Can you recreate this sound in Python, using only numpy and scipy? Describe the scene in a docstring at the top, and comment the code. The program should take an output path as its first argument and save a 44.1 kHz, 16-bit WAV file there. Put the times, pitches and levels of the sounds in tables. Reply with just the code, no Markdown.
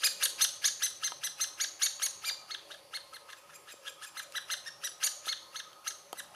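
"""Young woodpeckers begging

Chicks in a nest hole in a spruce trunk squeak, squawk and peep. Each call is a puff of breath,
then a tone rich in overtones whose pitch rises and falls. The trees scatter it into a hazy echo.
Bills and claws tap the bark now and then, over a faint forest hush, heard by two close microphones."""
import sys
import numpy as np
from scipy import signal
from scipy.fft import rfft, irfft, next_fast_len
from scipy.io import wavfile

SR = 44100
rng = np.random.default_rng(int(sys.argv[2]) if len(sys.argv) > 2 else 0)


def put_to_file(sound):
    """Save the sound as 16-bit audio at rate SR, in the file named by the first command-line argument."""
    columns = np.atleast_2d(sound).T  # one column per channel
    safe = np.clip(columns, -1, 1)
    whole_steps = np.round(safe * 32767)
    wavfile.write(sys.argv[1], SR, whole_steps.astype(np.int16))


N = 280035
RUN_IN = SR // 4   # samples before time zero, so that an earlier call still echoes


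def from_db(db):
    """Turn decibels into a gain to multiply by."""
    return 10 ** (np.asarray(db) / 20)


def rms_one(x):
    """Scale a signal to an average strength (rms) of 1."""
    return x / np.sqrt(np.mean(x ** 2) + 1e-20)


def at_hz(points, hz):
    """Read between the rows of a (Hz, value) table, with octaves evenly spaced."""
    return np.interp(np.log(hz), np.log(np.array(points)[:, 0]), np.array(points)[:, 1])


def colour(x, gain):
    """Filter a signal by a gain that depends on frequency."""
    size = next_fast_len(x.shape[-1])
    hz = np.fft.rfftfreq(size, 1 / SR) + 1
    return irfft(rfft(x, size) * gain(hz), size)[..., :x.shape[-1]]


def band_pass(x, low_hz, high_hz):
    """Keep what lies between two frequencies."""
    return signal.sosfilt(signal.butter(2, [low_hz, high_hz], "band", fs=SR, output="sos"), x)


def flutter(rate_hz):
    """Random wavering of strength 1, mostly slower than the given rate."""
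    low_pass = signal.butter(2, rate_hz, fs=SR, output="sos")
    return rms_one(signal.sosfilt(low_pass, rng.standard_normal(N + RUN_IN)))


def noise_bands(length):
    """Third-octave noises: centre in Hz, mid (same in both ears), side (opposite in each)."""
    white = rng.standard_normal((2, 2, length))
    edges = 28 * 2 ** np.arange(0, 9.4, 1 / 3)
    for k, (low, high) in enumerate(zip(edges, edges[1:])):
        yield np.sqrt(low * high), *band_pass(white[k % 2], low, high)


def squeaks(hoarse=0.26):
    """List the clear squeaks of the chick at the entrance; hoarseness runs from 0 to 1."""
    # Each row: time of the highest pitch in seconds; lead-in, rise and fall in ms; highest pitch in Hz;
    # squareness of the rise; first swell in dB; dip and second swell in dB against the first;
    # harmonics 1, 3 and 4 upward in dB against harmonic 2.
    rows = [(-0.14, 7.6, 20, 10, 2460, 2.2, -12, -3, -20, -22, -6, 0),
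            (0.055, 4.6, 21, 23.9, 2516, 2.2, -23, -1, 0, -7, -2.5, -3.5),
            (0.2475, 6.4, 22, 17.7, 2312, 2.5, -21.5, -8.5, 2.5, -9, -1.5, 2.5),
            (0.4379, 6.5, 29.4, 16.6, 2168, 3.3, -20.5, -10, 1, -11, 3, 1),
            (0.672, 0.23, 34.2, 17.8, 2338, 1.77, -22, -9, -3, -7, 5, -4),
            (0.851, 4.6, 31, 22, 2064, 3.4, -26, -5, -3.5, -5, 5, 1),
            (1.0497, 11.5, 16, 35.7, 2100, 1.9, -31.5, -3.5, -1, -4, 4, -4.5),
            (1.2585, 6.9, 24, 21, 2045, 4.8, -31.5, -4, 0, -4, 3, -0.5),
            (1.432, 9.8, 28.7, 17.7, 2102, 5.3, -29, -4, -1, -6.5, 4, -1),
            (1.6337, 4.8, 34, 17.8, 2296, 3.23, -27.5, -6.5, -2.5, -3.5, 4.5, -7.5),
            (1.8549, 3.7, 39, 17.8, 2274, 4.6, -24.5, -7, -0.5, -7, 3, -5.5),
            (2.0584, 5.3, 40, 15.2, 2230, 5.2, -27, -9, 0, -5, 4.5, 1),
            (2.2795, 9.5, 34.4, 25.5, 2390, 5.9, -34.5, 5.5, 4, -6, -7.5, -13.5),
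            (2.533, 9.7, 26, 21.7, 2169, 6.6, -37, -11, 1.5, -6, -11, -45),
            (2.964, 7.7, 26, 14.5, 2176, 4.1, -37.5, 0.5, -2, -3, -15, -11.5),
            (3.1475, 16, 7.8, 26.4, 2122, 9, -45.5, -1.5, 0.5, -1.5, -15, -7),
            (4.1868, 7.7, 16.7, 19, 2102, 5.3, -38.5, -4.5, 4.5, 1.5, -4.5, -3),
            (4.3673, 8.3, 15, 21, 1995, 2.8, -36.5, 2.5, 3, 0.5, -7, -10),
            (4.5235, 7.9, 23, 22.4, 2114, 1.9, -33.5, 1, 1.5, -2.5, -2, -4.5),
            (4.6781, 0.045, 21, 20, 1855, 4.56, -39, 3, -11, 10, 11, -2.5),
            (4.853, 6.4, 16.5, 28.8, 1967, 3.16, -32, -5.5, -3, -0.5, 5.5, 1.5),
            (5.0551, 5.4, 26.8, 26.2, 2321, 2.83, -24, -8.5, -0.5, -7, 6, 1.5),
            (5.3139, 9.6, 32.7, 21.8, 2182, 6.8, -31, -12.5, 0, -7, -8.5, -20),
            (5.5869, 16, 29.6, 21, 2178, 5.8, -37.5, -12.5, 0.5, -5.5, -2.5, -11),
            (5.8875, 9.7, 16.9, 27, 2210, 2.5, -30, -22.5, -7.5, -3, 5, -1),
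            (6.1826, 10, 10.8, 27.2, 2018, 5.8, -47.5, 9.5, 10, 2.5, -4.5, 3),
            (6.3754, 5, 28, 12, 2078, 5.6, -44.5, -4, -20, -3, -13, -11)]
    return [(*row, hoarse) for row in rows]


def squawks(hoarse=0.8):
    """List the broken, hoarse calls made while the chick swallows or sits back in the hole."""
    # Each row: time in seconds, highest pitch in Hz, then in dB as for squeaks: first swell, dip,
    # second swell, harmonic 1, harmonics 3 upward.
    rows = [(2.7283, 2022, -46.5, -11, -4.5, -3.5, -32), (3.3141, 2135, -50.5, -9.5, 3.5, 3.5, -7),
            (3.518, 1730, -57, -13, 0, 12, -3), (3.699, 1917, -53.5, 0.5, -3, 3, -12),
            (3.879, 1692, -47.5, 6, -25, -3.5, -18), (4.0399, 1730, -47.5, 3, -10, 6.5, 2),
            (5.272, 2132, -46, -3.5, 4, -7, -1)]
    lead_ms, rise_ms, fall_ms, squareness = 12, 19, 25, 3
    return [(s, lead_ms, rise_ms, fall_ms, hz, squareness, *levels_db, upper_db, upper_db, hoarse)
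            for s, hz, *levels_db, upper_db in rows]


def peeps(hoarse=0.26):
    """List the thin, higher calls of a sibling deeper in the nest."""
    # Each row: time in seconds, highest pitch in Hz, first swell in dB.
    rows = [(3.377, 2565, -59), (3.55, 2490, -52.5), (3.7165, 2526, -51), (3.8882, 2517, -51.5),
            (4.069, 2520, -51), (4.2214, 2415, -52.5)]
    lead_ms, rise_ms, fall_ms, squareness = 6.9, 14, 29, 1.8
    voice_db = (7.5, -12, 5.5, 10.5, 2.5)   # the last five columns of a squeak
    return [(s, lead_ms, rise_ms, fall_ms, hz, squareness, db, *voice_db, hoarse) for s, hz, db in rows]


def chick_calls(rows):
    """Each call is a breath, then raspy harmonics on an arching pitch, all shaped by the throat."""
    # Tone of the throat and of the breath. Each row: frequency in Hz, level in dB.
    throat_tone = [(100, -107), (500, -10), (1000, -7.5), (1300, 0), (1700, 1), (2200, -8), (2700, 3),
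                   (3200, 1.5), (4200, -1), (5200, -3.5), (6300, 2.5), (7000, -3.5), (7700, -7),
                   (9000, 0.5), (11500, -0.5), (14500, -8)]
    breath_tone = [(700, -6.5), (1400, 2), (2400, 10.5), (3700, -6.5), (5000, 5), (7500, -7.5), (10000, -4),
                   (14000, -8.5)]
    # Harmonics 4, 5 and 6, each in dB against the call's upper level.
    upper_trim = (-1.5, -1.5, -4)
    trim_db = np.r_[upper_trim, upper_trim[-1] - 6 * np.arange(1, 5)]   # 7 to 10 fall away
    start_hz, end_hz, muffle_db = 1292, 1065, -22.5
    harmonic = np.arange(1, 11)[:, None]
    wobble, shimmer = flutter(394), np.array([flutter(382) for _ in range(3)])
    air, smear = flutter(9000), flutter(1200)
    breath = rms_one(colour(rng.standard_normal(N + RUN_IN), lambda hz: from_db(at_hz(breath_tone, hz))))
    out = np.zeros(N + RUN_IN)
    for top_s, lead_ms, rise_ms, fall_ms, top_hz, squareness, *levels_db, hoarse in rows:
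        swell_db, dip_db, second_swell_db, root_db, third_db, upper_db = levels_db
        breath_ms = 24 * (0.8 + hoarse)   # hoarse calls hiss longer and louder
        breath_db = swell_db + max(dip_db, second_swell_db, 0) - 17.5 + 5 * hoarse
        start_s, end_s = top_s - (breath_ms + lead_ms + rise_ms) / 1e3, top_s + fall_ms / 1e3
        at = np.arange(round(start_s * SR), min(round(end_s * SR), N)) + RUN_IN
        ms = ((at - RUN_IN) / SR - top_s) * 1e3   # 0 at the top of the arch
        voice_ms = ms + lead_ms + rise_ms   # 0 where the voice starts

        rise_gap_hz = (top_hz - start_hz) * np.clip(-ms / rise_ms, 0, 1) ** squareness
        fall_gap_hz = (top_hz - end_hz) * np.clip(ms / fall_ms, 0, 1) ** (fall_ms / 8.5)
        arch_hz = top_hz - rise_gap_hz - fall_gap_hz
        shut = (top_hz - arch_hz) / (top_hz - end_hz)   # the bill is nearly shut at low pitch
        rough = hoarse + 0.22 * shut
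        pitch_hz = arch_hz * (1 + 0.075 * rough ** 2 * wobble[at])

        stack_db = np.r_[root_db, 0, third_db, upper_db + trim_db][:, None]
        bill_db = -7 * shut * np.maximum(harmonic - 1.5, 0)   # a shut bill dulls the overtones
        shimmer_db = 4 * np.tanh(rough) * np.sqrt(harmonic) * shimmer[:, at][harmonic[:, 0] % 3]
        # Overtones are muffled in the lead-in; the lowest harmonic gains at both ends.
        in_lead = np.clip(-rise_ms - ms + 0.5, 0, 1)
        ends_db = np.where(harmonic > 1, muffle_db * in_lead, 5 * shut)
        gains = from_db(stack_db + bill_db + shimmer_db + ends_db) * (harmonic * pitch_hz < 0.45 * SR)
        phase = 2 * np.pi * np.cumsum(pitch_hz) / SR
        voice = np.sum(gains * np.sin(harmonic * phase + harmonic ** 2), axis=0)
        voice /= np.sqrt(np.sum(from_db(stack_db) ** 2) / 2)
        # Air puffs once a cycle and smears every harmonic.
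        puffs = from_db(-5) * air[at] * (1 + np.sin(phase))
        rasp = rough * (puffs + from_db(-3.5) * smear[at] * voice)

        progress = voice_ms / (lead_ms + rise_ms + fall_ms)
        shape_db = np.interp(progress, [0.125, 0.375, 0.625, 0.875], [-3, 0, dip_db, second_swell_db])
        fades = np.clip(voice_ms / 8, 0, 1) * np.clip((fall_ms - ms) / 7, 0, 1)
        breath_fades = np.clip(0.97 * (1 + voice_ms / breath_ms), 0, 1) * np.clip(1 - voice_ms / 20, 0, 1)
        out[at] += from_db(swell_db + shape_db) * fades * (voice + rasp)
        out[at] += from_db(breath_db) * breath_fades * breath[at]
    return colour(out, lambda hz: from_db(at_hz(throat_tone, hz)))


def microphones(x):
    """Direct sound reaches both microphones almost alike, with a faint smeared side part."""
    # Each row: frequency in Hz, level of the side part in dB.
    side_tone = [(500, -21), (2000, -21), (5500, -27), (8500, -18), (13000, -13)]
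    smear = rng.standard_normal(200) * np.exp(-np.arange(200) / 40)
    side = signal.fftconvolve(x, smear / np.linalg.norm(smear))[:len(x)]
    return x + colour(side, lambda hz: from_db(at_hz(side_tone, hz))) * [[1], [-1]]


def forest_echo(x):
    """The nest trunk and branches return a quick haze; far trees add a longer, lumpy tail."""
    # Bumps and dips in the tail. Each row: delay in seconds, spread in seconds, level change in dB.
    lumps = [(0.046, 0.0036, 5.5), (.1, 0.01, -4), (.16, 0.015, -5.5)]
    # The far tail. Each row: frequency in Hz, seconds to fade by 60 dB, level in dB.
    tail = [(300, 0.18, 11), (1250, 0.33, 4), (2440, 0.59, 1.5), (5250, 0.51, 8.5), (6600, 0.66, 4.5),
            (9000, 0.38, 8), (14600, 0.38, 0)]
    # Stereo width. Each row: frequency in Hz, side against mid in dB.
    side_tone = [(500, -16), (2000, -16), (5500, -22), (8000, -12), (13000, -7)]
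    tail, t = np.array(tail), np.arange(SR) / SR
    near_db, near_fade_s, far_db = -7, 0.029, -11.5
    near = from_db(near_db - 60 * t / near_fade_s) / np.sqrt(near_fade_s * SR / np.log(1e6))
    lumps_db = sum(db * np.exp(-((t - s) / spread) ** 2) for s, spread, db in lumps)
    far_gain = from_db(far_db + lumps_db + 0.73 * flutter(27)[:SR]) / np.sqrt(SR / 25)
    echo = 0
    for hz, mid, side in noise_bands(SR):
        dying_db = at_hz(tail[:, ::2], hz) - 60 * t / at_hz(tail, hz)
        far = far_gain * from_db(dying_db) * np.clip(t / 0.01, 0, 1)
        echo += (near + far) * (mid + from_db(at_hz(side_tone, hz)) * side * [[1], [-1]])
    # The echo lingers in one high band.
    ring_hz, width_hz, ring_fade_s, ring_db = 4552, 346, 4, -11
    ring = band_pass(rng.standard_normal(SR), ring_hz - width_hz / 2, ring_hz + width_hz / 2)
    echo += far_gain * from_db(ring_db - 60 * t / ring_fade_s) * np.clip(t / 0.13, 0, 1) * ring
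    return signal.fftconvolve(x[None], echo, axes=1)[:, :len(x)]


def forest_hush():
    """A soft, wavering background hush with a low murmur, coloured by narrow hollow resonances."""
    # Each row: frequency in Hz, relative level in dB.
    tone = [(18, -54), (40, -23.5), (100, -6.5), (180, -7.5), (245, -14), (310, -17), (600, -10),
            (1200, -5.5), (1600, -10), (3400, -10), (4300, -18), (5200, -9), (7500, -19.5), (10000, -12),
            (15500, -24.5)]
    # Each row: frequency in Hz, typical random change of level in dB.
    waver = [(60, 2), (130, 2.5), (250, 4.5), (600, 3.5), (1500, 3), (10000, 1.5)]
    # Each row: frequency in Hz, how alike left and right are (1 means the same).
    likeness = [(30, 1), (100, 0.96), (500, 0.98), (3000, 1), (7000, 0.99), (9000, 1), (14000, 0.17)]
    # The low end swells and fades. Each row: time in seconds, level in dB.
    murmur = [(0.0, -71), (0.39, -71.5), (1.75, -72.5), (1.91, -74), (3.0, -74.5), (3.24, -75.5),
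              (3.7, -74), (4.17, -77), (4.46, -72), (5.18, -76), (5.36, -72.5), (5.96, -77.5),
              (6.35, -68.5)]
    # Hollow resonances. Each row: centre in Hz, width in Hz, boost in dB.
    hollows = [(324.6, 48, 12.5), (408.8, 31, 11.5), (557, 114, 16), (826, 250, 6.5), (1060, 41, 9),
               (1259, 67, 14)]
    murmur_middle_db, murmur_top_hz = -73.5, 646
    out, steps_s = 0, np.linspace(0, N / SR, 50)
    swell_db = np.interp(steps_s, *np.transpose(murmur)) - murmur_middle_db
    for hz, mid, side in noise_bands(N):
        level_db = at_hz(tone, hz) + at_hz(waver, hz) * rng.standard_normal(len(steps_s))
        level_db += swell_db / (1 + (hz / murmur_top_hz) ** 2)
        gain = np.interp(np.arange(N) / SR, steps_s, from_db(level_db))
        alike = at_hz(likeness, hz)
        out += gain * (np.sqrt(1 + alike) * mid + np.sqrt(1 - alike) * side * [[1], [-1]])

    def hollow_gain(hz):
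        """A bell-shaped peak for each hollow resonance."""
        return from_db(sum(db / (1 + (2 * (hz - centre) / width) ** 2) for centre, width, db in hollows))
    return colour(from_db(-61.5) * rms_one(out), hollow_gain)


def bark_taps():
    """A bill or claw rings the bark near the pitch that spot favours; a hard edge adds a tick."""
    # Each row: start in seconds, strength of the blow in dB, favoured pitch in Hz, tick strength in dB.
    taps = [(1.1197, -36.5, 950, -39), (1.998, -44.5, 1380, -46), (2.311, -46, 800, -37),
            (3.136, -53, 1500, -43), (3.74, -49.5, 480, -54), (4.093, -60, 1210, -52),
            (4.323, -68, 1310, -36), (5.269, -41.5, 677, -63), (5.731, -58, 1510, -46),
            (6.129, -32, 713, -28)]
    # The bark's ringing tones. Each row: pitch in Hz, level in dB, seconds to fade by 60 dB.
    bark_tones = [(420, 18.5, 0.0052), (775, 5, 0.017), (956, 0.5, 0.041), (1260, 8.5, 0.023),
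                  (3200, 22, 0.025)]
    tick_fade_s, db_per_octave = 0.0085, -14
    start_s, blow_db, spot_hz, tick_db = np.transpose(taps)
    at = np.round(start_s * SR).astype(int) + RUN_IN
    hits = np.full(N + RUN_IN, 1e-18)
    hits[at] = from_db(tick_db)
    tick_level = signal.lfilter([1], [1, -from_db(-60 / (tick_fade_s * SR))], hits)
    out = band_pass(tick_level * rng.standard_normal(N + RUN_IN), 1500, 10500)
    for k, (hz, level_db, fade_s) in enumerate(bark_tones):
        octaves_away = np.abs(np.log2(hz / spot_hz))
        hits[at] = from_db(blow_db + level_db + db_per_octave * octaves_away)
        decay, angle = from_db(-60 / (fade_s * SR)), 2 * np.pi * hz / SR
        # This filter turns each hit into a fading sine wave.
        ring = signal.lfilter([0, np.sin(angle)], [1, -2 * decay * np.cos(angle), decay ** 2], hits)
        out += (-1) ** k * ring
    return signal.sosfilt(signal.butter(3, 330, "high", fs=SR, output="sos"), out)


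def scene():
    """Mix the calls and taps, their echoes and the hush."""
    calls = chick_calls(squeaks() + squawks() + peeps())
    taps = bark_taps()
    direct = microphones(calls + taps)
    echoes = forest_echo(calls + from_db(-8) * taps)   # taps carry into the trees less than calls
    return (direct + echoes)[:, RUN_IN:] + forest_hush()


def record(dry):
    """Cut the highest treble steeply."""
    cutoff_hz = 15750
    return signal.sosfilt(signal.cheby2(18, 65, cutoff_hz, fs=SR, output="sos"), dry)


dry = scene()
out = record(dry)
put_to_file(out)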